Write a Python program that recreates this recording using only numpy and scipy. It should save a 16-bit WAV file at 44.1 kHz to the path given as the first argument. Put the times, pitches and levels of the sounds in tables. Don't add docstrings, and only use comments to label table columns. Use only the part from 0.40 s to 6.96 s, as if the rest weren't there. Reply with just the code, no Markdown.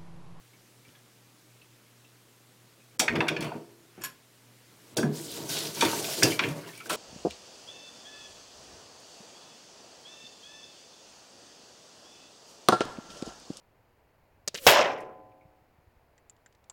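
import sys
import numpy as np
from scipy import signal
from scipy.fft import rfft, irfft, next_fast_len
from scipy.io import wavfile
from scipy.ndimage import uniform_filter1d, map_coordinates

SR = 44100
rng = np.random.default_rng(int(sys.argv[2]) if len(sys.argv) > 2 else 0)


def voltage_ratio(decibels):
    exponent = np.asarray(decibels, float) / 20
    return 10 ** exponent


def wav_out(sig):
    wavfile.write(sys.argv[1], SR, np.round(np.clip(np.atleast_2d(sig).T, -1, 1) * 32767).astype(np.int16))


N = 289296
OPEN_S = 4.5

# frequency in Hz, width in Hz, level in dB.
BASIN_MODES = [(108, 15.3, -4.5), (155.2, 13.3, 0.5), (238.7, 26, -5.5), (290, 11.4, 0), (330, 34.5, -3),
               (408.2, 14, -0.5), (466, 10.6, -2.5), (560, 22, -5.5), (655, 105, -9), (702, 27.5, -5),
               (730, 69, -26), (958, 39, -12), (1138, 71, -19.5)]
# frequency in Hz, width in Hz, level in dB.
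UTENSIL_MODES = [(930, 90, -3), (1150, 90, -5), (1480, 120, -3), (1850, 160, -1), (2450, 140, -1),
                 (2950, 160, -4), (3400, 150, -4), (3900, 170, -4), (4500, 150, -2), (4950, 200, -1),
                 (5550, 200, 0), (6000, 200, -2), (6600, 220, -5), (7300, 220, -4), (8400, 250, -4),
                 (9200, 250, -6), (10200, 280, -6), (11500, 300, -7)]


def unit(x):
    return x / np.sqrt(np.mean(x ** 2) + 1e-20)


def peak(x):
    return x / np.abs(x).max()


def along(points, hz):
    f, v = np.transpose(points)
    return np.interp(np.log(hz + 1), np.log(f + 1), v)


def wobble(rate):
    knots = rng.standard_normal(int(N * rate / SR) + 4)
    return map_coordinates(knots, [np.arange(N) * rate / SR])


def filtered(x, response):
    m = next_fast_len(len(x) + SR // 4)
    return irfft(rfft(x, m) * response(np.fft.rfftfreq(m, 1 / SR)), m)[:len(x)]


def resonant(modes, widen=1):
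    def response(f):
        total = 0
        for k, (centre, width, db) in enumerate(modes):
            damping = 1j * f * width * widen
            total = total + (-1) ** k * voltage_ratio(db) * damping / (centre * centre - f * f + damping)
        return total
    return response


def above(hz):
    return lambda f: (1j * f / (1j * f + hz)) ** 4


def patchy(depth_db):
    z = signal.stft(rng.standard_normal(N), nperseg=512)[2]
    field = uniform_filter1d(rng.standard_normal(z.shape), 8, 0)
    field = uniform_filter1d(field, 6, 1)
    return signal.istft(z * voltage_ratio(depth_db * unit(field)), nperseg=512)[1][:N]


def fade(t, t60, rise):
    return voltage_ratio(-60 * t / np.maximum(t60, .005)) * (1 - np.exp(-t / np.maximum(rise, 1e-4)))


def unsteady(hz, t, blur):
    return np.sin(2 * np.pi * hz * t + blur * np.cumsum(rng.standard_normal(len(t))))


def add(track, s, sound):
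    part = track[round(s * SR):][:len(sound)]
    part += sound[:len(part)]


def spells(rows, rise, fall):
    t = np.arange(N) / SR
    power = 0
    for a, b, first, last in rows:
        held_db = np.interp(t, [a, b + 1e-6], [first, last])
        level_db = held_db - rise * np.maximum(a - t, 0) - fall * np.maximum(t - b, 0)
        power = power + voltage_ratio(2 * level_db)
    return 10 * np.log10(power + 1e-24)


def swells(rows):
    rub_db = spells([(s, s, db, db) for s, db, _ in rows], rise=188, fall=210)
    boom_db = spells([(s, s, db, db) for s, _, db in rows], rise=188, fall=103)
    return rub_db, boom_db


def hush():
    # frequency in Hz, density in dB per Hz.
    air_colour = [(12, -38), (20, -9), (30, -14), (50, -38), (80, -13), (105, -9), (125, -8), (150, -5),
                  (300, -5), (400, -6), (700, -12), (2580, -14.5), (7700, -18), (15200, -22.5),
                  (16500, -26)]
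    # frequency in Hz, level in dB rms.
    hum_tones = [(120, -64.5), (240, -80.5), (300, -81.5)]
    # moment in seconds, level in dB.
    stirs = [
        (.5, -68),
        (4.52, -57.5),
    ]
    t = np.arange(N) / SR
    stir_db = spells([(s, s, db, db) for s, db in stirs], rise=27, fall=27)
    level = np.hypot(voltage_ratio(-60.5), voltage_ratio(stir_db))
    out = level * unit(filtered(patchy(depth_db=1.0), lambda f: voltage_ratio(along(air_colour, f))))
    for hz, db in hum_tones:
        strength = np.sqrt(2) * voltage_ratio(db - 1 + 2.5 * wobble(13))
        out += strength * np.sin(2 * np.pi * hz * t + .4 * wobble(6))
    return out


def drips():
    # start in seconds, peak level in dB, pitch in Hz.
    drip_events = [(0.1336, -50, 2200), (0.4489, -49, 2320), (0.548, -52, 1710), (0.555, -54, 3300),
                   (0.48, -55, 3000), (1.2143, -47, 2570), (1.4611, -56, 2140), (1.6457, -50.5, 2710),
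                   (2.5087, -56, 2270), (5.373, -33, 2350), (5.905, -26, 3020), (5.919, -23.5, 2300),
                   (6.1883, -40.5, 2130), (6.2618, -43, 2810), (6.273, -37.5, 933), (6.289, -38, 1770),
                   (6.332, -44, 2250), (6.3746, -39.5, 2280), (6.401, -34, 2276), (6.404, -34.5, 1322)]
    out, t = np.zeros(N), np.arange(SR // 5) / SR
    for s, db, hz in drip_events:
        tone = unsteady(hz * (1 + .4 * t), t, .08)
        edge = unit(filtered(rng.standard_normal(len(t)), resonant([(1.1 * hz, .25 * hz, 0)])))
        add(out, s, voltage_ratio(db - 4.5) * (tone + 0.45 * edge) * fade(t, t60=0.088, rise=0.0012))
    return out


def thuds():
    # start in seconds, peak level in dB, pitch in Hz.
    floor_blows = [(0.474, -47, 120), (2.593, -25, 213), (2.609, -21, 590), (2.691, -25.5, 79),
                   (2.695, -27.5, 223), (2.767, -20, 156), (2.781, -20.5, 323), (2.809, -21.5, 700),
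                   (2.909, -22.5, 300), (2.99, -25.5, 99), (4.648, -18.5, 200), (3.149, -31, 375),
                   (3.576, -36.5, 190), (3.577, -39, 400), (4.524, -42, 136), (4.566, -20, 397),
                   (4.576, -23, 148), (4.586, -19.5, 368), (4.632, -15, 185), (4.795, -29.5, 316),
                   (5.149, -29.5, 553), (5.422, -13, 337), (5.442, -27, 80), (5.448, -20.5, 325),
                   (5.529, -29, 346), (5.778, -25, 400), (5.825, -15, 450), (5.6, -28, 560),
                   (5.68, -28, 540), (6.458, -38, 420), (6.498, -29, 520), (5.831, -16, 110),
                   (5.849, -16.5, 360), (6.003, -33, 320), (6.074, -23, 145), (6.504, -26, 445)]
    out, t = np.zeros(N), np.arange(SR // 2) / SR
    basin = resonant(BASIN_MODES, widen=0.47)
    for s, db, hz in floor_blows:
        t60_at_300_hz = .17 if s > OPEN_S else .2
        t60 = t60_at_300_hz * (hz / 300) ** 0.54
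        near = resonant([(hz, 1.24 * hz, 0)])
        push = rng.standard_normal(len(t)) * fade(t, t60, rise=0.00033)
        boom = filtered(push, lambda f: near(f) ** 3 * (0.5 + basin(f)))
        add(out, s, voltage_ratio(db - 2.5) * peak(boom))
    return out


def spits():
    # start in seconds, peak level in dB, pitch in Hz.
    bursting_drops = [(4.7694, -29, 4840), (4.7894, -29, 4630), (4.8144, -30, 9070), (4.8444, -31, 6150),
                      (4.8814, -31, 3720), (4.9162, -26, 10600), (4.9444, -30, 8640), (4.9744, -30, 4930),
                      (5.0918, -23, 5890), (5.1144, -21, 4350), (5.2044, -21, 4220), (5.2544, -21, 4580),
                      (5.2694, -21, 5030), (5.3564, -25, 5360), (5.5474, -24, 5930), (5.6894, -25, 5410),
                      (5.7394, -25, 3000), (6.2901, -39, 3120), (6.3914, -40, 3830)]
    # start in seconds, peak level in dB, pitch in Hz.
    finger_ticks = [
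        (.49, -47, 2600),
        (.552, -46, 2800),
        (1.218, -46, 3300),
    ]
    out, t = np.zeros(N), np.arange(SR // 20) / SR
    for s, db, hz in bursting_drops + finger_ticks:
        band = resonant([(hz, .5 * hz, 0)])
        noise = rng.standard_normal(len(t)) * fade(t, t60=.02, rise=.0003)
        puff = filtered(noise, lambda f: band(f) ** 2)
        add(out, s, voltage_ratio(db - 6) * peak(puff))
    return out


def rings():
    # start in seconds, peak level in dB, frequency in Hz, t60 in seconds.
    long_rings = [(2.597, -27, 3350, 0.12), (2.597, -24, 5600, .08), (2.884, -27, 2450, .1),
                  (2.884, -27, 1430, .06), (3.614, -46, 8350, .12), (3.618, -41, 5500, .06),
                  (5.83, -19, 5900, .04), (6.525, -38, 7200, .05), (2.4, -60, 2510, 0.22),
                  (3.007, -48, 4480, 0.45), (2.68, -19.5, 1850, 0.074), (2.805, -24, 1700, 0.063),
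                  (2.964, -30.5, 1700, 0.061), (3.118, -34, 690, 0.13), (3.576, -48, 360, .1),
                  (5.423, -27, 760, .1), (4.65, -33, 700, 0.11), (5.41, -29, 3100, .15),
                  (5.37, -38.5, 960, 0.18), (6.036, -27, 2400, 0.051), (5.828, -18, 5100, 0.07),
                  (3.2, -51, 338, 1.5), (3.12, -50, 410, 0.8), (4.579, -33.5, 1620, 0.099),
                  (4.632, -32, 1700, 0.06), (4.64, -25, 151, 0.45), (4.58, -31, 151, .3),
                  (5.41, -25, 4450, .07), (5.423, -24, 2450, .07), (3.646, -39, 1690, .06),
                  (3.64, -40, 1070, .1), (4.64, -25, 275, 0.22), (5.423, -23, 920, 0.12),
                  (5.53, -28, 930, 0.1), (5.824, -13.5, 1660, 0.048), (5.831, -23, 2700, .15),
                  (5.83, -13, 4950, 0.083), (5.84, -14, 310, 0.088), (6.499, -30.5, 1330, 0.2)]
    out, t = np.zeros(N), np.arange(SR) / SR
    for s, db, hz, t60 in long_rings:
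        blur = .0004 * hz ** .68
        add(out, s, voltage_ratio(db) * fade(t, t60, rise=.002) * unsteady(hz, t, blur))
    return out


def rattle(rows, t60, width):
    out, t = np.zeros(N), np.arange(SR // 4) / SR
    shine = resonant([(8000, 8200, 0)])
    for s, db, hz, treble_db in rows:
        near = resonant([(hz, width * hz, 0)])
        struck = [(c * (1 + rng.normal(0, .045)), w, g + rng.normal(0, 2.5)) for c, w, g in UTENSIL_MODES]
        ware = resonant(struck, widen=1.3)
        contact = fade(t, t60, 0.0003) + 1.57 * fade(t, 0.033, 0)
        body = filtered(contact * rng.standard_normal(len(t)), lambda f: near(f) ** 4 * (.7 + ware(f)))
        bright = filtered(contact * rng.standard_normal(len(t)), lambda f: shine(f) ** 2 * (.7 + ware(f)))
        add(out, s, voltage_ratio(db - 2.5) * (peak(body) + voltage_ratio(treble_db) * peak(bright)))
    return out


def strainer_knocks():
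    # start in seconds, peak level in dB, main resonance in Hz, treble in dB.
    rim_knocks = [
        (2.594, -9.5, 6000, -13),
        (2.68, -9, 1740, -54),
        (2.752, -28, 1500, -29),
        (2.758, -17, 1900, -28),
        (2.805, -11.5, 1760, -50),
        (2.882, -17, 3000, -13),
        (2.885, -11, 2130, -18),
        (2.965, -20, 2400, -50),
        (3.118, -26, 900, -36),
    ]
    # start in seconds, peak level in dB, main resonance in Hz, treble in dB.
    mesh_chatter = [
        (2.596, -17, 1500, -33),
        (2.6, -14, 2900, -30),
        (2.594, -17, 4200, -10),
        (2.598, -11, 5530, -6),
        (2.7543, -24.5, 3030, -32),
        (2.87, -24, 1738, -33),
        (3.0065, -27.5, 3720, -6),
        (3.024, -25, 3000, -9),
        (3.0435, -32.5, 3080, -6),
    ]
    return rattle(rim_knocks, t60=0.072, width=1.54) + rattle(mesh_chatter, t60=0.15, width=1.42)


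def jolts():
    # start in seconds, peak level in dB.
    counter_jolts = [
        (2.6, -52),
        (2.72, -55),
        (3.62, -59),
        (4.92, -58),
        (5.42, -54),
        (5.83, -42),
        (6.52, -54),
    ]
    out, t = np.zeros(N), np.arange(SR // 4) / SR
    for s, db in counter_jolts:
        add(out, s, voltage_ratio(db) * fade(t, t60=0.13, rise=.006) * np.sin(2 * np.pi * 38 * t))
    return out


def drumming(level_db):
    shake = rng.standard_normal(N) * voltage_ratio(2.3 * wobble(30))
    return voltage_ratio(level_db) * unit(filtered(shake, resonant(BASIN_MODES, widen=1.55)))


def scraping(level_db):
    # frequency in Hz, density in dB per Hz.
    splash_colour = [(500, -78), (900, 16), (1500, 19), (3000, 14.5), (5000, -25)]
    ware = resonant(UTENSIL_MODES, widen=6.9)
    rough = filtered(patchy(depth_db=3), lambda f: voltage_ratio(along(splash_colour, f)) * (1.5 + ware(f)))
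    return voltage_ratio(level_db) * unit(rough)


def strainer():
    # moment in seconds, scrape level in dB, drumming level in dB.
    rubs = [
        (2.66, -46, -54),
        (2.764, -42, -28),
        (2.922, -58, -30.5),
        (3.05, -33, -34),
        (3.16, -57, -47),
        (3.65, -43.5, -56),
    ]
    scrape_db, drum_db = swells(rubs)
    return drumming(drum_db) + scraping(scrape_db - 6)


def tongs():
    # start in seconds, peak level in dB.
    tong_taps = [
        (3.612, -38),
        (3.618, -31),
        (3.637, -18.5),
        (3.646, -18),
        (3.656, -26),
    ]
    # frequency in Hz, level in dB, t60 in seconds.
    tong_modes = [(1066, -11, .1), (1459, -11, .08), (1685, -8, .08), (2552, -13, .07), (3300, -13, .07),
                  (4468, -14, .07), (5500, -6, .05), (6982, -4, .07), (8300, -11, .07), (8570, -15, .08),
                  (10130, -11, .12), (10940, -18, .1), (11580, -7, .11), (14010, -9, .065),
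                  (14950, -15, .06)]
    out, t = np.zeros(N), np.arange(SR // 3) / SR
    for s, db in tong_taps:
        ring = 0
        for hz, level, t60 in tong_modes:
            strength = voltage_ratio(level + rng.normal(0, 3))
            ring = ring + strength * fade(t, .8 * t60, .0005) * unsteady(hz, t, .06)
        scuff = unit(filtered(rng.standard_normal(len(t)), resonant([(2500, 5300, 0)])))
        add(out, s, voltage_ratio(db - 11) * (ring + .42 * fade(t, .075, 0) * scuff))
    return out


def utensil_knocks():
    # start in seconds, peak level in dB, main resonance in Hz, treble in dB.
    clean_taps = [(4.583, -24.5, 1550, -10), (4.629, -21, 1480, -15), (5.168, -19.5, 3300, -33),
                  (5.348, -31, 5000, 1), (5.423, -13, 1000, -10), (5.45, -18, 3600, -4.5),
                  (5.529, -26, 930, -14), (5.5983, -24, 8000, -14), (5.824, -12.5, 1640, -25),
                  (5.83, -8, 5150, -23), (5.832, -9, 5270, -0.5), (5.992, -12, 2600, -34),
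                  (5.991, -19, 4000, -45), (6.037, -15, 2180, -25), (6.086, -32, 3300, -0.5),
                  (6.375, -36, 9070, -12), (6.456, -36, 4430, -5), (6.459, -33, 1500, -12)]
    # start in seconds, peak level in dB, main resonance in Hz, treble in dB.
    clashes = [(4.569, -14, 4600, -8), (4.89, -50, 3700, -20), (5.408, -13, 4150, -9),
               (5.41, -11.5, 2260, -30), (5.644, -22.5, 3360, -29), (5.833, -16.5, 2280, -30),
               (5.993, -14, 1400, -30), (6.494, -30, 2000, -2), (6.497, -21.5, 1330, -2),
               (6.51, -24, 1400, -6), (6.5028, -23, 3360, -7), (6.5294, -28, 2610, 2)]
    return rattle(clean_taps, t60=0.064, width=1.1) + rattle(clashes, t60=0.2, width=1.62)


def droplets(count, centre_hz, spread, cycles, scatter_db):
    u, t = rng.random((count, 2)), np.arange(256) / SR
    hz = np.clip(centre_hz * np.exp(spread * rng.standard_normal((count, 1))), 300, 15000)
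    size = voltage_ratio(-scatter_db * np.log(u[:, 1:]))
    grain = size * np.exp(-t * hz / cycles) * np.sin(2 * np.pi * hz * t)
    start = OPEN_S + u[:, :1] * (N / SR - OPEN_S)
    at = (start * SR).astype(int) + np.arange(256)
    return np.bincount(at.ravel(), grain.ravel(), N + 256)[:N] * np.sqrt(N / (N - OPEN_S * SR))


def tap():
    # open in seconds, shut in seconds, flow in dB at opening, flow in dB at shutting.
    bursts = [(4.735, 4.87, -48, -45.5), (4.9, 5.07, -44, -47.5), (5.098, 5.19, -37, -35),
              (5.21, 5.28, -38.5, -39), (5.3, 5.34, -47, -47), (5.36, 5.6, -39.5, -35.5),
              (5.64, 5.94, -36, -38), (6.0, 6.11, -49.5, -49.5), (6.16, 6.24, -55.5, -54.5),
              (6.28, 6.4, -52.5, -54), (6.44, 6.47, -56, -51), (6.515, 6.6, -41.5, -46)]
    # moment in seconds, splash level in dB, drumming
    # level in dB.
    handling = [(4.65, -63, -32.5), (4.8, -74, -50), (5.0, -66, -36.5), (5.13, -60, -41), (5.24, -47, -41),
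                (5.47, -30, -29.5), (5.7, -46, -45), (5.87, -40, -33), (6.045, -35.5, -29), (6.1, -47, -33),
                (6.25, -47.5, -45), (6.34, -53, -53), (6.56, -46, -34.5)]
    # frequency in Hz, density in dB per Hz.
    spray_colour = [(880, -50), (1500, 4), (1900, -30), (2720, -6), (3090, 1.5), (3480, -0.5), (4550, 4.5),
                    (4830, 4), (14500, -3.5), (16000, -7)]
    spray_db = spells(bursts, rise=480, fall=292)
    handled_db, boom_db = swells(handling)
    splash = voltage_ratio(spray_db - 18.5) + voltage_ratio(handled_db)
    drum = voltage_ratio(spray_db - 4.5) + voltage_ratio(boom_db)
    flutter = 1.3 * wobble(25) + .9 * wobble(70)
    mist = unit(filtered(patchy(depth_db=2.1), lambda f: voltage_ratio(along(spray_colour, f))))
    fizz = unit(droplets(count=9000, centre_hz=6000, spread=.45, cycles=2, scatter_db=2.4))
    bubbles = unit(droplets(count=600, centre_hz=2300, spread=.3, cycles=9, scatter_db=1.1))
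    spray = voltage_ratio(spray_db + flutter) * (mist + .38 * fizz)
    return spray + splash * (scraping(flutter - 4) + voltage_ratio(-17.0) * bubbles) + drum * drumming(-3.34)


def caught():
    # start in seconds, end in seconds, level in dB, centre in Hz.
    catches = [
        (4.76, 4.86, -50, 7500),
        (4.89, 4.975, -51, 3800),
        (5.1, 5.135, -44, 4000),
        (5.15, 5.19, -38, 3700),
        (5.25, 5.285, -46, 3800),
        (5.75, 5.81, -44, 4300),
        (6.497, 6.54, -40, 3200),
        (6.497, 6.53, -42, 7500),
    ]
    out = np.zeros(N)
    for a, b, db, hz in catches:
        band = resonant([(hz, .7 * hz, 0)])
        level_db = spells([(a, b, db, db)], rise=2500, fall=500) + 2.5 * wobble(90)
        out += voltage_ratio(level_db) * unit(filtered(rng.standard_normal(N), lambda f: band(f) ** 2))
    return out


def room(x):
    # frequency in Hz, t60 in seconds.
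    room_t60 = [(100, 0.44), (1000, 0.31), (5000, 0.25), (15000, 0.16)]
    out, step = np.zeros(N), SR // 4
    for start in range(0, N, step):
        hz, t, z = signal.stft(rng.standard_normal(SR // 2), SR, nperseg=256)
        decay = voltage_ratio(-60 * t / along(room_t60, hz)[:, None])
        tail = signal.istft(z * decay, SR, nperseg=256)[1]
        echo = signal.fftconvolve(x[start:start + step], tail / np.linalg.norm(tail))
        add(out, start / SR + 0.0066, echo)
    return out


def scene():
    blows = strainer_knocks() + utensil_knocks() + thuds() + rings() + tongs() + drips()
    water = tap() + spits() + caught()
    sink = blows + water + strainer() + voltage_ratio(-10) * room(blows + voltage_ratio(-4) * water)
    return (filtered(sink, above(hz=68)) + jolts() + hush())[None]


def duck_treble(heard):
    # start in seconds, length in seconds, lower edge in Hz, share removed.
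    ducks = [
        (2.575, 0.013, 500, .97),
        (2.993, 0.0091, 5300, .93),
        (3.619, 0.012, 8470, .9),
        (4.549, 0.011, 3900, .95),
        (2.74, .012, 7000, .7),
        (2.772, .01, 6500, .65),
        (2.874, .006, 5000, .7),
        (6.478, .015, 3800, .55),
        (2.9, .09, 7500, .35),
    ]
    t = np.arange(N) / SR
    for s, length, edge_hz, share in ducks:
        gap = uniform_filter1d(1. * ((t > s) & (t < s + length)), size=60)
        heard = heard - share * gap * filtered(heard, lambda hz: hz > edge_hz)
    return heard


def band_limit(x):
    return signal.sosfilt(signal.butter(12, 16500, fs=SR, output="sos"), x)


def record(dry):
    heard = filtered(dry[0], lambda hz: (hz < 15900) + voltage_ratio(-46) * (hz < 16450))
    heard = duck_treble(heard)
    return band_limit(heard[None])


dry = scene()
out = record(dry)
wav_out(out)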